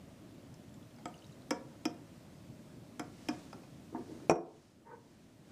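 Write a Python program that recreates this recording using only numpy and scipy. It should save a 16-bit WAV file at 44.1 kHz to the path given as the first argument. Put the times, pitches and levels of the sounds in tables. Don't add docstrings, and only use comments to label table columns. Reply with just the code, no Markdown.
import sys
import numpy as np
from scipy import signal
from scipy.io import wavfile
from scipy.ndimage import uniform_filter1d

SR = 44100
rng = np.random.default_rng(int(sys.argv[2]) if len(sys.argv) > 2 else 0)


def generate_wav(signal):
    frames = np.transpose(np.atleast_2d(signal))
    scaled = np.clip(frames, -1, 1) * 32767
    pcm = np.round(scaled).astype(np.int16)
    wavfile.write(sys.argv[1], SR, pcm)


def rack_gain(trim_db):
    fader = np.asarray(trim_db, float)
    return 10 ** (fader / 20)


N = 242991


def evened(x):
    return x / np.sqrt(np.mean(x ** 2) + 1e-20)


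def read(points, hz):
    point_hz, value = np.transpose(points)
    return np.interp(np.log(hz + 1), np.log(point_hz + 1), value)


def add(mix, start_s, sound):
    part = mix[round(start_s * SR):][:len(sound)]
    part += sound[:len(part)]


def swells(rows):
    t = np.arange(N) / SR
    power = sum(rack_gain(2 * db) * np.exp(-((t - middle) / half) ** 2) for middle, half, db in rows)
    return np.sqrt(power)


def noise(spectrum, patchy_db, size):
    hz = np.fft.rfftfreq(size, 1 / SR)
    real, imaginary, patches = rng.standard_normal((4 * N // size + 5, len(hz), 3)).T
    patches = uniform_filter1d(patches, size=10, axis=0)
    patches = evened(uniform_filter1d(patches, size=10, axis=1))
    level_db = read(spectrum, hz)[:, None] + patchy_db * patches
    z = (real + 1j * imaginary) * rack_gain(level_db)
    return evened(signal.istft(z, nperseg=size, noverlap=3 * size // 4)[1][:N])


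def ring(modes):
    hz, db, t60 = np.transpose(modes)[:, :, None]
    t = np.arange(SR // 2) / SR
    sign = (-1.) ** np.arange(len(modes))[:, None]
    build = 1 - np.exp(-t * hz / 0.48)
    decay = rack_gain(db - 60 * t / np.maximum(t60, .003))
    split = np.where(hz < 1600, .035, 0)
    wave = 0
    for side, share in [(-1.3, 0.13), (-0.043, 0.76), (0.57, 0.35)]:
        wave = wave + share * np.sin(2 * np.pi * hz * (1 + side * split) * t)
    return (sign * build * decay * wave).sum(0)


def crack():
    t = np.arange(600) / SR
    burst = rng.standard_normal(len(t)) * (np.exp(-t / 0.00031) + 0.18 * np.exp(-t / 0.0053))
    return signal.lfilter(*signal.butter(2, [2200, 11500], "band", fs=SR), burst)


# frequency in Hz, time to fall 60 dB in seconds.
KNOCK_DECAY = [(200, 0.32), (700, 0.079), (1500, 0.086), (3000, 0.018), (5500, 0.048), (9000, 0.019),
               (15000, .02)]


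def knock(colour):
    hz, t, z = signal.stft(rng.standard_normal(SR // 4), SR, nperseg=256, noverlap=224)
    z = z * rack_gain(read(colour, hz)[:, None] - 60 * t / read(KNOCK_DECAY, hz)[:, None])
    burst = signal.istft(z, SR, nperseg=256, noverlap=224)[1]
    build = 1 - np.exp(-np.arange(len(burst)) / 30.0)
    return burst / np.sqrt(np.mean(burst[:400] ** 2)) * build


# frequency in Hz, level in dB per Hz.
HUM = [(12, -22), (20, -6), (27, -38), (70, -26.5), (103, 7), (153, -3), (252, 0), (362, -8), (416, -15.5),
       (478, -14), (597, -11), (788, -20.5), (1410, -25), (8170, -34.5), (15500, -42.5)]


def room_air():
    hum_db = -55
    return rack_gain(hum_db + 1.23) * noise(HUM, patchy_db=1.03, size=1024)


# start in seconds, peak level in dB, frequency in Hz.
DROPS = [(.5415, -55, 7140), (.5425, -54, 4970), (.6917, -62, 3260), (.693, -61, 7700),
         (.7416, -52.5, 7060), (.742, -63, 3300), (.8274, -57, 3200), (.853, -63, 5660), (.9092, -61, 3230),
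         (.9436, -63, 4100), (.9626, -57, 5170), (1.027, -61, 3000), (1.08, -51, 7600),
         (1.1413, -49.5, 2750), (1.155, -57, 6340), (1.178, -56, 5900), (1.19, -55, 4300),
         (1.222, -52.5, 2830), (1.2434, -50, 3660), (1.244, -58, 6300), (1.252, -57, 4500),
         (1.2659, -56, 5360), (1.268, -61, 6360), (1.296, -58, 2840), (1.32, -60, 6500),
         (1.325, -55.5, 3800), (1.357, -65, 2980), (1.421, -57, 3850), (1.432, -59.5, 1390),
         (.5415, -56, 5770)]
# start in seconds, level in dB.
TICKS = [
    (0.5407, -56),
    (.909, -65),
    (1.1413, -53),
    (1.244, -63),
    (1.2659, -60),
    (1.421, -60),
    (1.943, -54),
]


def drops():
    glide_per_s, snap_db = 9.5, -10
    out, t = np.zeros(N), np.arange(1500) / SR
    for start, db, hz in DROPS:
        t60 = 0.022 * (3000 / hz) ** 0.56
        turns = hz * t * (1 + glide_per_s * np.minimum(t, .008))
        bubble = np.sin(2 * np.pi * turns) * rack_gain(-60 * t / t60) * (1 - np.exp(-t / 0.00026))
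        add(out, start, rack_gain(db) * bubble)
        add(out, start, rack_gain(db + snap_db) * crack())
    for start, db in TICKS:
        add(out, start, rack_gain(db) * crack())
    return out


# middle in seconds, half-length in seconds, level in dB.
RUSTLE = [
    (1.3, 0.34, -73.5),
    (2.1, 0.73, -71.5),
    (3.33, 0.17, -60),
    (3.65, 0.29, -70),
    (4.15, 0.13, -64),
    (4.6, 0.12, -59.5),
    (5.12, 0.2, -65),
    (5.6, .08, -56.5),
]
# frequency in Hz, level in dB per Hz.
CLOTH = [(400, 4), (1200, -3.5), (3000, -7), (5500, -6.5), (8000, -10.5), (11000, -18.5), (15500, -34)]


def sleeves():
    return swells(RUSTLE) * noise(CLOTH, patchy_db=1.0, size=256)


# frequency in Hz, level in dB, time to fall 60 dB in seconds.
GRAZE = [(835, -5, .2), (2105, -12, 0.092), (4800, -15, .08)]
# start in seconds, then ring, knock and crack levels in dB.
POUR_TAP = (1.0562, -33, -47, -49)
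# frequency in Hz, level in dB, time to fall 60 dB in seconds.
WET_BEAKER = [(309, -6.5, 0.095), (505, -18, 0.17), (715, -6.5, 0.11), (900, -18.5, 0.12),
              (1264, -3.5, 0.048), (2210, -18, 0.04), (3200, -14.5, 0.028), (4930, -15.5, 0.017),
              (7670, -10.5, 0.017)]
# frequency in Hz, level in dB per Hz.
WET_KNOCK = [(120, -26), (200, -18), (721, -5), (1850, -14), (2210, -10), (2900, -21), (7690, -22),
             (15000, -59)]


def pouring_contacts():
    out = np.zeros(N)
    start, ring_db, knock_db, crack_db = POUR_TAP
    add(out, start, rack_gain(ring_db) * ring(WET_BEAKER))
    add(out, start, rack_gain(knock_db) * knock(WET_KNOCK))
    add(out, start, rack_gain(crack_db) * crack())
    graze_s, graze_db = .985, -54
    add(out, graze_s, rack_gain(graze_db) * ring(GRAZE))
    add(out, graze_s, rack_gain(graze_db - 6.5) * knock(WET_KNOCK))
    return out


def at_spot(modes, spot):
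    hz, wall_db, lip_db, t60 = np.transpose(modes)
    shift = 0.021 * rng.uniform(-1.11, 1, len(hz)) * (hz < 1600)
    return np.c_[hz * (1 + shift), wall_db + spot * (lip_db - wall_db), t60]


# start in seconds, ring level in dB, knock level in dB,
# rim level in dB, spot struck from 0 (wall) to 1 (lip).
TAPS = [
    (1.5073, -24.5, -34, -44, 0.15),
    (1.8538, -27.5, -39, -44.5, .95),
    (2.9953, -33.5, -41, -58, 0.37),
    (3.2863, -28, -38.5, -51.5, 1),
]
# frequency in Hz, wall blow in dB, lip blow in dB, time to fall 60 dB in seconds.
BEAKER = [(246.4, -12, -7, 0.25), (299, -4.5, -0.5, 0.12), (371.4, -22, -11.5, 0.067),
          (535.5, -7, -17, 0.15), (714, -15, -13.5, 0.19), (915, -9.5, -11.5, 0.065),
          (1323, -7, -14.5, 0.048), (2160, -13, -16, 0.031), (2310, -7.5, -43, 0.046),
          (2430, -20.5, -8.5, 0.039), (3200, -10, -7, 0.013), (5040, -26, -22, 0.093),
          (5200, -10, -15.5, 0.029), (7510, -7.5, -12, 0.0091)]
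RIM = [(4990, -6, 3.5, .061), (5460, 3, 5, .072), (5540, -1, 0, 0.027), (6056, -2, -1, 0.067),
       (7225, -21, -5, 0.036), (7940, -11, -7, .03), (10800, -12, -7, .015), (13700, -20, -11, .012)]
# frequency in Hz, level in dB per Hz.
WALL_KNOCK = [(150, -23), (400, -6), (1100, -9), (1750, -14), (2500, -12.5), (3900, -28), (5500, -18.5),
              (15000, -49)]
LIP_KNOCK = [(120, -26), (230, 4), (380, -14), (1500, -15.5), (2600, -21.5), (4300, -39), (5200, -14.5),
             (15000, -55)]


def taps():
    crack_over_knock_db = 4
    out, hz = np.zeros(N), np.geomspace(100, 16000, num=60)
    for start, ring_db, knock_db, rim_db, spot in TAPS:
        colour = np.c_[hz, (1 - spot) * read(WALL_KNOCK, hz) + spot * read(LIP_KNOCK, hz)]
        add(out, start, rack_gain(ring_db) * ring(at_spot(BEAKER, spot)))
        add(out, start, rack_gain(rim_db) * ring(at_spot(RIM, spot)))
        add(out, start, rack_gain(knock_db) * knock(colour))
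        add(out, start, rack_gain(knock_db + crack_over_knock_db) * crack())
    return out


# middle in seconds, half-length in seconds, level in dB.
HANDLING = [
    (3.424, .025, -63),
    (3.555, 0.028, -55),
    (3.962, 0.021, -41),
    (4.01, .015, -49.5),
    (4.115, 0.021, -46),
    (4.19, 0.04, -50),
    (4.83, .02, -53.5),
    (4.98, 0.021, -61),
]
# frequency in Hz, level in dB per Hz.
HANDLING_COLOUR = [(100, -30), (190, -16), (250, -4), (340, 0), (480, -20), (800, -22), (2500, -45),
                   (6000, -75)]


def handling():
    return swells(HANDLING) * noise(HANDLING_COLOUR, patchy_db=5.0, size=512)


# start in seconds, ring level in dB, knock level in dB,
# spot from 0 (wall) to 1 (lip).
TOUCHES = [
    (3.5289, -45.5, -49, 0.054),
    (3.634, -58, -59, .9),
]
# frequency in Hz, wall blow in dB, lip blow in dB, time to fall 60 dB in seconds.
TOUCH = [(770, -11.5, -30, 0.23), (930, -3, -25, 0.074), (1370, -4, -16, .045), (2500, -6.5, -1, 0.025),
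         (5070, -11, -30, .05)]
# frequency in Hz, level in dB per Hz.
TOUCH_KNOCK = [(240, -36), (400, 0), (967, -5), (1830, -17), (5110, -21.5), (12000, -28), (15600, -68)]


def touches():
    out = np.zeros(N)
    for start, ring_db, knock_db, spot in TOUCHES:
        add(out, start, rack_gain(ring_db) * ring(at_spot(TOUCH, spot)))
        add(out, start, rack_gain(knock_db) * knock(TOUCH_KNOCK))
    return out


# frequency in Hz, level in dB, time to fall 60 dB in seconds.
SHOVE = [(256, 3, 0.3), (344, -8, 0.14), (703, -7.5, 0.17), (917, -4, 0.17), (1250, -21, 0.045)]
# frequency in Hz, level in dB per Hz.
SHOVE_KNOCK = [(150, -14), (230, -2), (310, -14), (520, -37), (900, -2), (1700, -37), (3000, -60),
               (6000, -80)]


def shove():
    out, start = np.zeros(N), 3.947
    add(out, start, rack_gain(-37) * ring(SHOVE))
    add(out, start, rack_gain(-47) * knock(SHOVE_KNOCK))
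    return out


# start in seconds, bench level in dB, glass level in dB,
# knock level in dB, flex of the bench top as a signed amplitude.
LANDING = [
    (4.2966, -30, -30.5, -24, 0.37),
    (4.3016, -24.5, -55, -38, 0.028),
    (4.3087, -22.5, -39, -25.5, -0.026),
    (4.3139, -23, -51, -32.5, -0.12),
    (4.3568, -31.5, -54.5, -44, 0.095),
]
# frequency in Hz, level in dB, time to fall 60 dB in seconds.
BENCH = [(168.5, -13.5, 0.42), (269, 0, 0.081), (342, -1, 0.44), (431.5, -0.5, 0.25), (490, -3, 0.18),
         (636, -2, 0.098), (690, 5, 0.09), (754, 7.5, 0.017), (895, 1, 0.045), (1075, -10, 0.097)]
FOOT = [(2433, 5.5, 0.033), (3160, -13, 0.018), (2440, -11.5, 0.12), (4200, -25, .01), (5590, -2.5, 0.11),
        (6056, -13, 0.21), (5660, -4, .05), (7230, -16, 0.081), (8700, -16, 0.055), (9800, -12, 0.019),
        (12000, -28, .045), (13700, -34, .06)]
# frequency in Hz, level in dB per Hz.
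THUD = [(35, -45), (60, -16), (310, -19), (600, -4), (800, -2), (1130, -12), (1600, -12.5), (2300, -22),
        (3700, -34), (5000, -34.5), (7500, -22), (10000, -37), (15000, -60)]


def landing():
    out, u = np.zeros(N), np.arange(200) / SR / .00095
    push = np.sin(np.pi * u) * np.exp(-(u / 2.1) ** 6)
    wood, glass = ring(BENCH), ring(FOOT)
    for start, bench_db, glass_db, knock_db, flex in LANDING:
        add(out, start, rack_gain(bench_db) * wood + rack_gain(glass_db) * glass)
        add(out, start, rack_gain(knock_db) * knock(THUD))
        add(out, start, flex * push)
        add(out, start, rack_gain(knock_db - 14.0) * crack())
    return out


# start, attack, hold and release in seconds, then level in dB.
SLIDE = (4.845, .022, .092, .018, -47)
# frequency in Hz, width in Hz, level in dB.
SLIDE_RING = [(463, 45, 11.5), (902, 34, 13.5), (1500, 15, 0), (1810, 26, -8.5), (1210, 65, -25)]


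def slide():
    slips = rng.standard_normal(N)
    unevenness = evened(uniform_filter1d(rng.standard_normal(N), size=250))
    slips = slips * rack_gain(1.1 * unevenness)
    slips = signal.lfilter(*signal.butter(5, 2000, fs=SR), slips)
    catch_s, catch_db, catch_fade_s = 4.911, 5, 0.013
    since = np.maximum(np.arange(N) / SR - catch_s, 0)
    slips = slips * rack_gain(catch_db * (since > 0) * np.exp(-since / catch_fade_s))
    out = np.zeros(N)
    for hz, width, db in SLIDE_RING:
        resonance = signal.lfilter(*signal.iirpeak(hz, hz / width, SR), slips)
        out += rack_gain(db) * np.sqrt(100 / width) * resonance
    start, attack, hold, release, level_db = SLIDE
    t = np.arange(N) / SR - start
    ramp = np.minimum(t / attack, (attack + hold + release - t) / release)
    return evened(out) * rack_gain(level_db) * np.clip(ramp, 0, 1) ** 2


# frequency in Hz, time to fall 60 dB in seconds.
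ROOM = [(150, 0.33), (400, 0.44), (1000, 0.46), (2500, 0.24), (6000, 0.22), (12000, 0.26)]


def room(x):
    echoes = np.zeros(SR // 2)
    at = np.arange(200, len(echoes) - 20, 20)
    echoes[at + rng.integers(0, 20, len(at))] = rng.choice([-1., 1.], len(at))
    hz, t, z = signal.stft(echoes, SR, nperseg=256)
    tail = signal.istft(z * rack_gain(-60 * t / read(ROOM, hz)[:, None]), SR, nperseg=256)[1]
    dulled = signal.lfilter(*signal.butter(1, 5500, fs=SR), x)
    return signal.fftconvolve(dulled, tail / np.linalg.norm(tail))[:N]


def scene():
    small = taps() + touches() + pouring_contacts() + shove() + handling() + drops() + slide()
    small = signal.lfilter(*signal.butter(3, 140, "high", fs=SR), small)
    near = small + signal.lfilter(*signal.butter(2, 60, "high", fs=SR), landing())
    treble_limit = signal.ellip(10, .5, 50, 15500, fs=SR, output="sos")
    steady = signal.sosfilt(treble_limit, sleeves() + room_air())
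    return (near + rack_gain(-8.5) * room(near) + steady)[None]


def top_cut(x):
    return signal.sosfilt(signal.butter(12, 16430, fs=SR, output="sos"), x)


def record(dry):
    power_db = 10 * np.log10(abs(uniform_filter1d(dry[0] ** 2, size=600)) + 1e-12)
    recovery_db = np.arange(N) * 6.43 / SR
    excess_db = np.maximum(power_db + 30.5, 0) * 0.77
    held_db = np.maximum.accumulate(excess_db + recovery_db) - recovery_db
    lag = np.exp(-1 / (0.016 * SR))
    duck_db = signal.lfilter([1 - lag], [1, -lag], held_db)
    treble_limit = signal.cheby2(12, 16, 15750, fs=SR, output="sos")
    limited = signal.sosfilt(treble_limit, dry)
    return top_cut(limited / rack_gain(duck_db))


dry = scene()
out = record(dry)
generate_wav(out)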